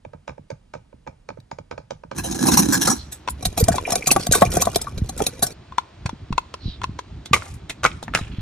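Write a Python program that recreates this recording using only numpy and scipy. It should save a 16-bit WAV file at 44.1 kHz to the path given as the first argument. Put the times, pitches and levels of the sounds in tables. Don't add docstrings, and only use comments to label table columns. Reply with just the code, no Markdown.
import sys
import numpy as np
from scipy import signal
from scipy.fft import rfft, irfft, next_fast_len
from scipy.io import wavfile
from scipy.ndimage import uniform_filter1d

SR = 44100
rng = np.random.default_rng(int(sys.argv[2]) if len(sys.argv) > 2 else 0)


def digitize_waveform(pressure):
    field = np.atleast_2d(pressure).T
    bounded = np.clip(field, -1, 1)
    quanta = np.round(bounded * 32767).astype(np.int16)
    wavfile.write(sys.argv[1], SR, quanta)


N = 370881
TIME_S = np.arange(N) / SR
HIT_S = TIME_S[:SR // 6]
OUTDOORS_S, HAND_IN_S, LIFTED_S = 2.15, 3.38, 5.53


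def cracks(rows, modes, spectrum, scatter, rise_s, crumbs_db, crumbs_s, fade_in_db, ripple_db,
           body=lambda x: x):
    out, lead_s, fade_in_s = np.zeros(N), .008, .0018
    t = HIT_S - lead_s
    for s, snap_db, ring_db, tear_s, *pitch_hz in rows:
        before = gain_of(fade_in_db) * np.exp(-abs(t) / fade_in_s)
        after = np.exp(-abs(t) / max(tear_s, .0005)) + gain_of(crumbs_db) * np.exp(-abs(t) / crumbs_s)
        slips = grains(9000, 5.6, len(t)) * np.where(t < 0, before, after)
        push = scatter * slips / np.linalg.norm(slips)
        push[round(lead_s * SR)] += 1
        tuning = pitch_hz[0] / modes[0][0] if pitch_hz else 1
        shell = sum(gain_of(db - 60 * HIT_S / t60_s)
                    * np.sin(2 * np.pi * hz * tuning * rng.uniform(0.97, 1.02) * HIT_S)
                    for hz, db, t60_s in modes)
        ring = signal.fftconvolve(push, shell * attack(rise_s))[:len(t)]
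        snap = body(colour(slips, spectrum, ripple_db))
        add(out, s - lead_s, sized(snap, snap_db) + sized(ring, ring_db))
    return out


# (time [s], snap [dB], ring [dB], tear [s], pitch [Hz])
WET_CRACKS = [(3.121, -32.5, -52, 0.016, 730), (3.427, -35.5, -34, 0.0037, 730),
              (3.454, -19.5, -27, 0.0061, 729), (3.577, -22, -22.5, 0.012, 765),
              (3.641, -25.5, -48, 0.0027, 736), (3.684, -21, -11, 0.0034, 698),
              (3.922, -22, -23.5, 0.0024, 724), (3.957, -20.5, -26, 0.0011, 730),
              (4.072, -15.5, -23.5, 0.0063, 750), (4.115, -12, -21, 0.005, 770),
              (4.163, -28, -13, 0.0034, 756), (4.269, -26, -25.5, 0.0016, 719),
              (4.323, -12.5, -32.5, 0.0086, 744), (4.351, -17.5, -26.5, 0.016, 716),
              (4.421, -25, -4.5, 0.006, 722), (4.57, -24, -16, 0.0026, 732), (4.62, -17, -29, 0.0038, 746),
              (4.671, -40.5, -20, 0.011, 680), (4.759, -19, -19.5, 0.0039, 690),
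              (4.816, -28.5, -42.5, 0.005, 726), (5.093, -31.5, -33, 0.0039, 743),
              (5.204, -46, -23, 0.0073, 789), (5.267, -19.5, -32, 0.003, 730),
              (5.426, -17, -21.5, 0.01, 732), (5.466, -28.5, -39.5, 0.0066, 730)]
# (time [s], length [s], level [dB])
SQUEEZES = [(3.562, 0.21, -33.5), (3.864, 0.057, -26.5), (3.97, 0.043, -48), (4.059, 0.15, -34.5),
            (4.304, 0.063, -27), (4.368, .11, -34.5), (4.514, 0.14, -31.5), (4.666, 0.18, -42.5),
            (5.17, 0.07, -35), (5.434, 0.025, -44)]
# (frequency [Hz], level [dB], t60 [s])
WET_MODES = [(720, 9.5, 0.043), (1120, -2, 0.036), (1530, -10.5, 0.024), (1890, -13.5, 0.028)]
# (frequency [Hz], level [dB])
WET_SNAP = [(600, -6), (1500, -6.5), (2300, -2), (2950, -6.5), (3800, 5), (4400, 4.5), (4950, -3),
            (5600, 2), (7500, 4.5), (11000, 0), (13000, -3.5), (14000, -26.5)]


def wet_cracking(splinters_per_s=35, splinter_s=0.0021, spread_db=6):
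    rows = list(WET_CRACKS)
    for s, length_s, db in SQUEEZES:
        for place, snap, ring in rng.uniform(-0.91, 1, (12, 3))[:round(length_s * splinters_per_s)]:
            at_s = s + SURGE_S / 2 + length_s * (place + 1) / 2
            snap_db = db - 2.5 + spread_db * snap
            ring_db = db - 6.5 + spread_db * ring
            rows.append((at_s, snap_db, ring_db, splinter_s, WET_MODES[0][0]))
    return cracks(rows, WET_MODES, WET_SNAP, scatter=0.99, rise_s=0.00012, crumbs_db=-47.5,
                  crumbs_s=0.0167, fade_in_db=-1, ripple_db=5.5, body=glass)


# (time [s], snap [dB], ring [dB])
DRY_CRACKS = [(3.276, -32, -26.5), (3.285, -30.5, -24), (3.782, -29.5, -20.5), (5.722, -58, -35.5),
              (5.782, -25.5, -15), (6.06, -28, -34), (6.093, -36, -30.5), (6.326, -37.5, -28),
              (6.38, -25, -14.5), (6.54, -32, -32.5), (6.816, -40, -31.5), (6.835, -32.5, -36),
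              (6.841, -31, -22), (6.99, -33, -30.5)]
# (frequency [Hz], level [dB], t60 [s])
DRY_MODES = [(1018, 14.5, 0.019), (1395, 3, 0.016), (2110, -7.5, 0.014), (2620, -3, 0.017),
             (3480, -3, 0.018), (4350, -8.5, 0.014)]
# (frequency [Hz], level [dB])
DRY_SNAP = [(300, -0.5), (1500, 2), (2450, -1), (3300, -2), (4300, -1), (4900, -10.5), (5500, -3.5),
            (7200, -13), (8500, -16.5), (12000, -32.5), (14000, -36)]


def dry_cracking(clean_db=-22.5, clean_s=0.0027):
    rows = [(s, snap_db, ring_db, clean_s * gain_of(0.25 * (clean_db - ring_db)))
            for s, snap_db, ring_db in DRY_CRACKS]
    return cracks(rows, DRY_MODES, DRY_SNAP, scatter=0.46, rise_s=0.002, crumbs_db=-27.5,
                  crumbs_s=0.022, fade_in_db=-14.5, ripple_db=2.5)


# (time [s], snap [dB], ring [dB], tear [s], pitch
# [Hz])
SMASHES = [(7.333, -15.5, -7.5, 0.006, 1173), (7.345, -24, -20, 0.0018, 1144),
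           (7.835, -30.5, -24, 0.0031, 1270), (7.842, -24, -20.5, .002, 1230),
           (7.851, -26, -7.5, 0.0066, 1258), (7.861, -25.5, -21, 0.00257, 1120),
           (8.138, -39, -25, 0.00356, 1450), (8.15, -20, -14, 0.0014, 1406),
           (8.157, -32.5, -21, .003, 1320), (8.174, -33, -28, 0.0056, 1240),
           (8.189, -35.5, -31.5, 0.0027, 1050)]
# (time [s], snap [dB], ring [dB], pitch [Hz])
KNOCKS = [(7.258, -35.5, -55, 1310), (7.364, -35.5, -26.5, 1050), (7.422, -48, -34, 1170),
          (7.697, -29.5, -33.5, 2290), (7.704, -34, -34, 2180), (7.916, -55, -40, 2120),
          (8.028, -39, -34.5, 734), (8.035, -39, -55, 750), (8.081, -55, -32, 990)]
# (frequency [Hz], level [dB], t60 [s])
WHOLE_MODES = [(1170, 2.5, 0.049), (1490, 3, 0.0113), (2207, 7.5, 0.018), (2376, 5.5, 0.014),
               (3070, -3, 0.014), (3360, -4, 0.019)]
SHARD_MODES = [(1210, 2.5, 0.027), (850, 1.5, 0.0075), (1422, 12, 0.012), (1790, 14, 0.0045),
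               (2134, -0.5, 0.022), (2400, -5, 0.018)]
# (frequency [Hz], level [dB])
SMASH_SNAP = [(200, 8.5), (1200, -3.5), (2600, -1), (3700, 4.5), (4900, -2.5), (6000, 0), (8000, -6.5),
              (12500, -17.5), (14000, -20.5)]


def smashing(knock_s=0.0027):
    whole = cracks(SMASHES[:2], WHOLE_MODES, SMASH_SNAP, scatter=1, rise_s=0.00025, crumbs_db=-24.5,
                   crumbs_s=0.025, fade_in_db=-15, ripple_db=4.5)
    knocks = [(s, snap_db, ring_db, knock_s, hz) for s, snap_db, ring_db, hz in KNOCKS]
    shards = cracks(SMASHES[2:] + knocks, SHARD_MODES, SMASH_SNAP, scatter=0.87, rise_s=0.00025,
                    crumbs_db=-13, crumbs_s=0.014, fade_in_db=-6, ripple_db=4)
    return whole + shards


# (frequency [Hz], level [dB])
WASH = [(300, 9), (1200, 5.5), (2600, -1), (4800, -3), (6500, -2), (9000, -7.5), (11000, -31), (14000, -33)]
# (time [s], level [dB], length [s], centre [Hz])
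RUSTLES = [(7.42, -41.5, .08, 6460), (7.42, -39, 0.052, 1210), (7.537, -49, 0.0028, 8400),
           (8.2, -36.5, 0.057, 2320), (8.31, -39, 0.11, 2700)]
# (frequency [x centre], level [dB])
RUSTLE_SHAPE = [(.2, -9), (.6, -2.5), (1.1, 1), (1.7, -10), (3, -34)]


def smash_tails(wash_db=-16.5, decay_s=0.051):
    power = sum(gain_of(2 * snap_db) * (TIME_S > s) * np.exp(-abs(TIME_S - s) * 2 / decay_s)
                for s, snap_db, *_ in SMASHES)
    wash = crackle(WASH, per_s=6500, clump_db=8.5, clump_hz=45, ripple_db=5.5)
    rustles = bursts(RUSTLES, RUSTLE_SHAPE, per_s=2500, spread_db=2.5, clump_db=3.5, ripple_db=2.5,
                     rise_s=.004, fade_s=0.012)
    return gain_of(wash_db) * np.sqrt(power) * wash + rustles


SURGE_S, SETTLE_S, LAPPING_DB = 0.016, 0.033, -45
# (frequency [Hz], level [dB])
SLOSH = [(250, 11.5), (480, 12.5), (740, -1), (950, -22.5), (1150, -16), (1900, -17), (2350, -6),
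         (3000, -14.5), (4400, -12.5), (7500, -11), (9500, -14), (12500, -22), (14000, -30.5)]


def sloshing(spray_db=-0.5, fizz_db=-11, bubbles_per_s=850):
    surges = sum(gain_of(db) * np.clip((TIME_S - s) / SURGE_S, 0, 1)
                 * np.exp(-np.maximum(TIME_S - s - length_s, 0) / SETTLE_S)
                 for s, length_s, db in SQUEEZES)
    stirring = (surges + gain_of(LAPPING_DB)) * envelope([(HAND_IN_S, 0), (LIFTED_S, 0)])
    spray = glass(crackle(SLOSH, per_s=3000, clump_db=28.5, clump_hz=34.5, ripple_db=8.5, spots=8))
    pitches_hz = np.geomspace(640, 6000, num=24) * rng.uniform(.95, 1.05, 24)
    fizz = np.zeros(N)
    for hz in pitches_hz:
        births = grains(bubbles_per_s / len(pitches_hz), 3.3)
        fizz += signal.oaconvolve(births, bubble(hz, t60_s=0.047 * (1000 / hz) ** .5, glide=0.015))[:N]
    return stirring * (gain_of(spray_db) * unit_rms(spray) + gain_of(fizz_db) * unit_rms(fizz))


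def bubble(hz, t60_s, glide):
    return sweep(hz * (1 + glide * HIT_S / t60_s)) * gain_of(-60 * HIT_S / t60_s) * attack(0.00073)


# (time [s], level [dB], pitch [Hz])
BUBBLES = [(3.608, -5, 466), (3.721, -18.5, 1665), (3.742, -14, 720), (3.852, -14, 2400),
           (3.877, -16.5, 700), (3.9, -15.5, 755), (3.935, -9.5, 697), (4.023, -20, 2300),
           (4.06, -20.5, 2420), (4.089, -18.5, 1120), (4.106, -8.5, 2640), (4.165, -7, 334),
           (4.335, -10.5, 1556), (4.353, -12.5, 1134), (4.353, -12, 430), (4.425, -11, 1120),
           (4.461, -23.5, 2410), (4.568, -10, 390), (4.622, -16, 1120), (4.671, -7, 696),
           (4.672, -11.5, 1005), (4.758, -9.5, 406), (4.87, -15, 1162), (5.204, -13, 720),
           (5.212, -11, 416)]


def large_bubbles():
    out = np.zeros(N)
    for s, db, hz in BUBBLES:
        churn = slow_noise(0.2 * hz, len(HIT_S)) * np.sin(2 * np.pi * hz * HIT_S)
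        churn *= attack(0.0017) * np.exp(-HIT_S / 0.0085)
        add(out, s, gain_of(db) * (0.87 * bubble(hz, t60_s=0.033, glide=0.016) + 0.36 * churn))
    return out


# (time [s], level [dB], length [s], centre [Hz])
SPURTS = [(3.294, -32.5, .014, 10400), (3.596, -22.5, .012, 9000), (3.72, -33.5, 0.012, 7060),
          (4.058, -34, .004, 7000), (4.2, -29, .035, 5530), (4.504, -38, .003, 10600),
          (4.517, -29.5, .006, 6500), (4.533, -31, 0.0045, 7250), (4.55, -29.5, 0.0043, 7910),
          (4.605, -32, .004, 10000), (4.745, -30.5, 0.0065, 4860), (4.976, -37.5, .006, 5570),
          (5.176, -33, 0.0252, 8050), (5.238, -36, 0.0021, 7080)]
# (frequency [x centre], level [dB])
SPURT_SHAPE = [(.15, -23), (.55, -7.5), (1, -1), (1.4, -13), (2.2, -20.5)]


def spurting():
    return bursts(SPURTS, SPURT_SHAPE, per_s=6400, spread_db=5, clump_db=6, ripple_db=6.5,
                  rise_s=0.0013, fade_s=0.0018)


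# (frequency [Hz], width [Hz], gain [dB])
HOLLOW_TONES = [(1135, 24, 4), (1508, 22, 9), (1864, 14, 4.5), (2196, 25, 1.5), (2366, 28, 5.5),
                (3670, 69, 4)]


def hollow_ringing(x):
    return resonate(x, HOLLOW_TONES)


# (time [s], effort [dB])
DRAG = [(2.15, -44.5), (2.19, -25.5), (2.212, -43), (2.348, -27), (2.398, -36.5), (2.426, -18),
        (2.756, -25.5), (2.93, -23), (3.0, -51.5)]
# (time [s], level [dB], length [s])
GRIT = [(2.184, -26.5, 0.01), (2.24, -25, 0.022), (2.312, -26.5, 0.015), (2.35, -35.5, 0.0043),
        (2.39, -28, 0.007), (2.456, -23, 0.0074), (2.468, -20, 0.0077), (2.481, -17, .01),
        (2.515, -18, 0.013), (2.536, -17, 0.01), (2.571, -9, 0.027), (2.62, -23.5, 0.012),
        (2.725, -13, 0.028), (2.814, -16.5, 0.016), (2.852, -21, 0.008), (2.872, -14, 0.0074),
        (2.899, -14.5, .016)]
# (frequency [Hz], level [dB])
GRIND = [(290, -21), (500, -2.5), (606, -12.5), (810, 7), (1160, -4), (1680, -1), (1880, -11), (2920, -12),
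         (3690, -12), (3960, -1.5), (4600, -11.5), (5980, -2), (8220, -6.5), (10500, -6.5), (12900, -13),
         (13700, -27.5)]
JUDDER = [(29, -43), (50, -16), (86, -11.5), (151, -1.5), (228, 0.5), (328, -0.5), (440, -19), (600, -29),
          (1100, -79.5)]


def bowl_drag(grind_db=-12.5, judder_db=1, bite_s=0.002, crush_s=0.009):
    slipping, effort = slow_noise(47), envelope(DRAG)
    sand = crackle(GRIND, per_s=7000, clump_db=8, clump_hz=39.6, ripple_db=4) * gain_of(2 * slipping)
    out = gain_of(grind_db) * abs(effort) ** 0.81 * unit_rms(glass(sand))
    lead_s = .04
    t = HIT_S - lead_s
    for s, db, length_s in GRIT:
        pressure = np.exp(np.minimum(t, 0) / bite_s - np.maximum(t - length_s, 0) / crush_s)
        crushed = grains(7000, 2.8, len(t)) * pressure * gain_of(2.5 * slow_noise(220, len(t)))
        add(out, s - lead_s, sized(glass(colour(crushed, GRIND, ripple_db=6.5)), db))
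    judder = unit_rms(colour(rng.standard_normal(N) * gain_of(2.5 * slipping), JUDDER))
    return out + gain_of(judder_db) * effort * judder


# (frequency [Hz], width [Hz], gain [dB])
BOWL = [(850, 80, -6), (1680, 47, 6), (4100, 120, 1.5), (5250, 200, 6.5), (5730, 100, 4), (6190, 200, 5),
        (6590, 120, 5.5), (10500, 250, 3)]


def glass(x):
    return resonate(x, BOWL)


# (time [s], ring [dB])
TAPS = [(0.05, -38), (0.134, -40.5), (0.278, -32), (0.294, -36), (0.38, -42), (0.503, -33), (0.514, -37.5),
        (0.738, -33.5), (0.751, -37), (0.928, -48), (1.066, -41), (1.074, -34), (1.289, -33), (1.303, -37),
        (1.373, -43), (1.514, -31.5), (1.586, -35.5), (1.712, -32), (1.724, -39), (1.778, -34.5),
        (1.907, -31), (1.916, -36), (2.036, -40), (2.114, -31.5), (2.123, -38.5)]
# (frequency [Hz], level [dB], t60 [s])
EGG_MODES = [(560, 3.5, 0.016), (907, 1, 0.016), (1260, -2.5, 0.013), (1503, -2.5, 0.012),
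             (2354, -3.5, 0.0082)]
# (frequency [Hz], level [dB])
TICK = [(1500, -5.5), (2800, -8), (4500, -8.5), (5400, -6), (6800, -10), (7600, -23), (10000, -34.5),
        (14000, -51)]
# (time [s], level [dB], length [s], centre [Hz])
NAIL_GRAZE = (1.401, -57, .001, 5000)


def tapping(firm_db=-32, contact_s=0.00172):
    out = np.zeros(N)
    for s, ring_db in TAPS:
        firmness_db = ring_db - firm_db
        modes = [(hz, db + 0.31 * firmness_db * np.log2(hz / EGG_MODES[0][0]), t60_s)
                 for hz, db, t60_s in EGG_MODES]
        tick_db = -42.5 + 2.45 * firmness_db
        out += cracks([(s, tick_db, ring_db, contact_s)], modes, TICK, scatter=0.83, rise_s=0.0016,
                      crumbs_db=-16, crumbs_s=0.022, fade_in_db=-13, ripple_db=4)
    out += bursts([NAIL_GRAZE], SPURT_SHAPE, per_s=9000, spread_db=6, clump_db=0, ripple_db=6.5,
                  rise_s=.0003, fade_s=.001)
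    bobs = [(s + 0.013, 0.23 * ring_db - 26, 185) for s, ring_db in TAPS]
    return out + thuds(bobs, rise_s=0.002, fall=0.074, tail_db=-3.5, tail_s=0.033)


# (time [s], level [dB], pitch [Hz])
BUMPS = [(3.466, -16, 102), (3.625, -6.5, 122.9), (3.705, -10.5, 147.6), (4.29, -12, 133),
         (4.473, -14, 101), (4.972, -15, 84.2), (5.018, -10, 121), (6.054, -19.5, 139.6),
         (6.13, -21.5, 177), (6.304, -17.5, 172.5), (6.322, -17, 58), (6.656, -16.5, 98.2),
         (6.681, -15.5, 117.2), (6.893, -19.5, 128.5), (7.31, -17.5, 166.6), (8.212, -20, 124.3),
         (8.384, -15, 103.5)]


def bumping(heave_hz=222, fist_hz=150):
    heaves = [(s, 0.65 * ring_db - 9, heave_hz) for s, _, ring_db, *_ in WET_CRACKS]
    fists = [(s, ring_db - 14, fist_hz) for s, _, ring_db, *_ in SMASHES]
    return thuds(BUMPS + heaves + fists, rise_s=0.0038, fall=0.5, tail_db=-1.5, tail_s=0.0225)


def thuds(rows, rise_s, fall, tail_db, tail_s):
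    out = np.zeros(N)
    for s, db, hz in rows:
        tone = sweep(hz * (1 - fall + 2 * fall * np.exp(-HIT_S / 0.0095)))
        push = (HIT_S / rise_s) ** 2 * np.exp(2 - 2 * HIT_S / rise_s) * tone
        wobble = slow_noise(49, len(HIT_S)) * np.sin(2 * np.pi * 0.626 * hz * HIT_S)
        wobble *= attack(rise_s) * np.exp(-HIT_S / tail_s)
        add(out, s, gain_of(db) * (push + gain_of(tail_db) * wobble))
    return out


# (time [s], length [s], level [dB], start [Hz], end [Hz])
SLIDES = [(2.917, 0.17, -49, 4220, 4130), (6.569, 0.25, -47.5, 4400, 3440)]


def skin_slides(hiss_width_hz=1200, squeak_width_hz=160):
    out = np.zeros(N)
    for s, length_s, db, start_hz, end_hz in SLIDES:
        count = int(length_s * SR)
        friction = slow_noise(hiss_width_hz, count) + slow_noise(squeak_width_hz, count)
        squeak = friction * sweep(np.linspace(start_hz, end_hz, count))
        add(out, s, gain_of(db) * unit_rms(squeak * np.hanning(count)))
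    return out


# (time [s], relative level [dB])
WIND = [(3.0, -37.5), (3.48, -38.5), (3.57, -34), (4.11, -41), (4.45, -30), (5.21, -35.5), (5.73, -45.5),
        (6.77, -37.5), (7.35, -41.5), (7.84, -34.5), (8.41, -35)]
# (frequency [Hz], level [dB])
ROOM = [(15, -24.5), (25, 10.5), (120, -1.5), (203, -2.5), (342, -14.5), (1110, -22.5), (1690, -25.5),
        (9500, -36), (13000, -57)]
RUMBLE = [(25, -35), (48, 1), (75, 4.5), (276, -12.5), (400, -20), (700, -89)]
GARDEN = [(180, -18.5), (300, 3), (481, -7), (640, -4.5), (1060, -7.5), (2260, -12.5), (4050, -16),
          (7600, -29), (13000, -54)]


def air(room_db=-56.5, wind_db=-1, gust_db=7.5, garden_db=-53):
    room = gain_of(room_db) * unit_rms(colour(rng.standard_normal(N), ROOM))
    gusts = colour(rng.standard_normal(N), RUMBLE) * gain_of(gust_db * np.tanh(slow_noise(8)))
    wind = gain_of(wind_db + np.interp(TIME_S, *np.transpose(WIND))) * unit_rms(gusts)
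    garden = gain_of(garden_db) * unit_rms(colour(rng.standard_normal(N), GARDEN))
    return np.where(TIME_S < OUTDOORS_S, room, wind + garden)


# (frequency [Hz], t60 [s])
ECHO_T60 = [(300, 0.13), (1200, 0.53), (4000, 0.67), (8000, 0.508), (13000, 0.46)]


def echo(x, db):
    hz, t, bands = signal.stft(rng.standard_normal((2, SR // 2)), SR, nperseg=256)
    decay = gain_of(-60 * t / lookup(ECHO_T60, hz)[:, None]) * (t > 0)
    tail = signal.istft(bands * decay, SR, nperseg=256)[1]
    return gain_of(db) * signal.fftconvolve(x[None], tail / np.linalg.norm(tail[0]), axes=1)[:, :N]


# (frequency [Hz], left over right [dB], phase [rad])
FAR_PORTS = [(100, -3, -.2), (340, -10, -.4), (600, -7, -3.2), (850, 0, -4.6), (1300, -1, -5.7),
             (2150, 0, -6.2), (2800, -2, -4.8), (4100, -1, -5.2), (5400, 0, -6.2), (10000, 0, -3.8),
             (13900, 0, -3)]
NEAR_PORTS = [(100, 0, -.1), (340, -4, -.2), (520, -6, .5), (750, 1, 1.4), (1050, 3, .6), (1900, 0, .1),
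              (2800, -2, 1.2), (4300, -1, 1), (5400, 0, .3), (10000, 0, 2.7), (13900, 0, 3.2)]
# (frequency [Hz], coherence [0-1])
COHERENCE = [(60, .998), (130, .98), (250, .8), (430, .5), (750, .85), (1800, .86), (3200, .6),
             (13000, .65)]


def ports(x, table):
    size = next_fast_len(N + SR // 4)
    hz, table = np.fft.rfftfreq(size, 1 / SR), np.array(table)
    ratio = gain_of(lookup(table[:, :2], hz))
    phase_rad, coherence = lookup(table[:, ::2], hz), lookup(COHERENCE, hz)
    mid_power = ratio ** 2 + 1 + 2 * coherence * ratio * np.cos(phase_rad)
    direct = ratio ** 2 - 1 + 2j * coherence * ratio * np.sin(phase_rad)
    bounces = rng.standard_normal(len(HIT_S)) * np.exp(-HIT_S / .008)
    scattered = rfft(bounces / np.linalg.norm(bounces), size) * 2 * ratio * np.sqrt(1 - coherence ** 2)
    side = irfft(rfft(x, size) * (direct + scattered) / mid_power, size)[:N]
    return np.array([x + side, x - side])


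def bursts(rows, shape, per_s, spread_db, clump_db, ripple_db, rise_s, fade_s):
    out, t = np.zeros(N), TIME_S[:SR // 3]
    for s, db, length_s, hz in rows:
        flow = attack(rise_s, t) * np.exp(-np.maximum(t - length_s, 0) / (fade_s + length_s / 4))
        flow *= gain_of(clump_db * slow_noise(110, len(t)))
        spectrum = [(hz * ratio, ratio_db) for ratio, ratio_db in shape]
        add(out, s, sized(colour(grains(per_s, spread_db, len(t)) * flow, spectrum, ripple_db), db))
    return out


def crackle(spectrum, per_s, clump_db, clump_hz, ripple_db, spots=6):
    out = np.zeros(N)
    for _ in range(spots):
        clumps = grains(per_s / spots, 6.34) * gain_of(clump_db * np.tanh(slow_noise(clump_hz) / 2))
        out += colour(clumps, spectrum, ripple_db)
    return unit_rms(out)


def grains(per_s, spread_db, count=N):
    size = gain_of(spread_db * np.minimum(rng.exponential(1, count), 4))
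    return unit_rms(size * rng.choice([-1, 1], count) * (rng.random(count) < per_s / SR))


def slow_noise(hz, count=N):
    rolloff = 1 + (np.fft.rfftfreq(count, 1 / SR) / hz) ** 4
    return unit_rms(irfft(rfft(rng.standard_normal(count)) / rolloff, count))


def colour(x, spectrum, ripple_db=0, size=4096):
    hz = abs(np.fft.fftfreq(size, 1 / SR))
    knots_hz = np.arange(0, SR / 2, 260)
    db = lookup(spectrum, hz) + ripple_db * np.interp(hz, knots_hz, rng.standard_normal(len(knots_hz)))
    log_gain = np.log(gain_of(np.maximum(db, -100)))
    response = np.fft.ifft(np.exp(signal.hilbert(log_gain).conj())).real[:size // 2]
    return signal.fftconvolve(x, response)[:len(x)]


def resonate(x, table):
    for hz, width_hz, db in table:
        x = x + (gain_of(db) - 1) * signal.lfilter(*signal.iirpeak(hz, hz / width_hz, SR), x)
    return x


def envelope(rows):
    s, db = np.transpose(rows)
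    gate = uniform_filter1d(((TIME_S >= s[0]) & (TIME_S <= s[-1])) * 1., size=400)
    return gain_of(np.interp(TIME_S, s, db)) * gate


def lookup(table, hz):
    knots_hz, values = np.transpose(table)
    return np.interp(np.log(hz + 1), np.log(np.abs(knots_hz) + 1), values)


def sized(x, db):
    return x * gain_of(db) / np.sqrt(np.sum(x ** 2) * 100 / SR + 1e-20)


def add(mix, s, sound):
    part = mix[max(round(s * SR), 0):][:len(sound)]
    part += sound[:len(part)]


def attack(rise_s, t=HIT_S):
    return 1 - np.exp(-t / rise_s)


def sweep(hz):
    return np.sin(2 * np.pi * np.cumsum(hz) / SR)


def unit_rms(x):
    return x / np.sqrt(np.mean(x ** 2) + 1e-20)


def gain_of(db):
    return 10 ** (np.asarray(db) / 20)


def scene():
    indoors = TIME_S < OUTDOORS_S
    in_bowl = ~indoors & (TIME_S < LIFTED_S)
    taps = tapping()
    wet_shell, dry_shell = wet_cracking(), dry_cracking()
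    bed = bumping() + air() + skin_slides()
    far = taps + bowl_drag()
    flooded = hollow_ringing(wet_shell + sloshing() + large_bubbles()) + spurting()
    in_air = dry_shell + smashing() + smash_tails()
    near = flooded * in_bowl + in_air
    echoes = echo(far, db=-20) + echo(flooded, db=-23.5) * in_bowl + echo(in_air, db=-24.5)
    return ports(far + bed * indoors, FAR_PORTS) + ports(near + bed * ~indoors, NEAR_PORTS) + echoes


def record(dry):
    clipped = dry / (1 + dry ** 6) ** (1 / 6)
    lowpass = signal.firwin(161, 13600, window=("kaiser", 8), fs=SR)
    return signal.oaconvolve(clipped, lowpass[None], "same")


dry = scene()
out = record(dry)
digitize_waveform(out)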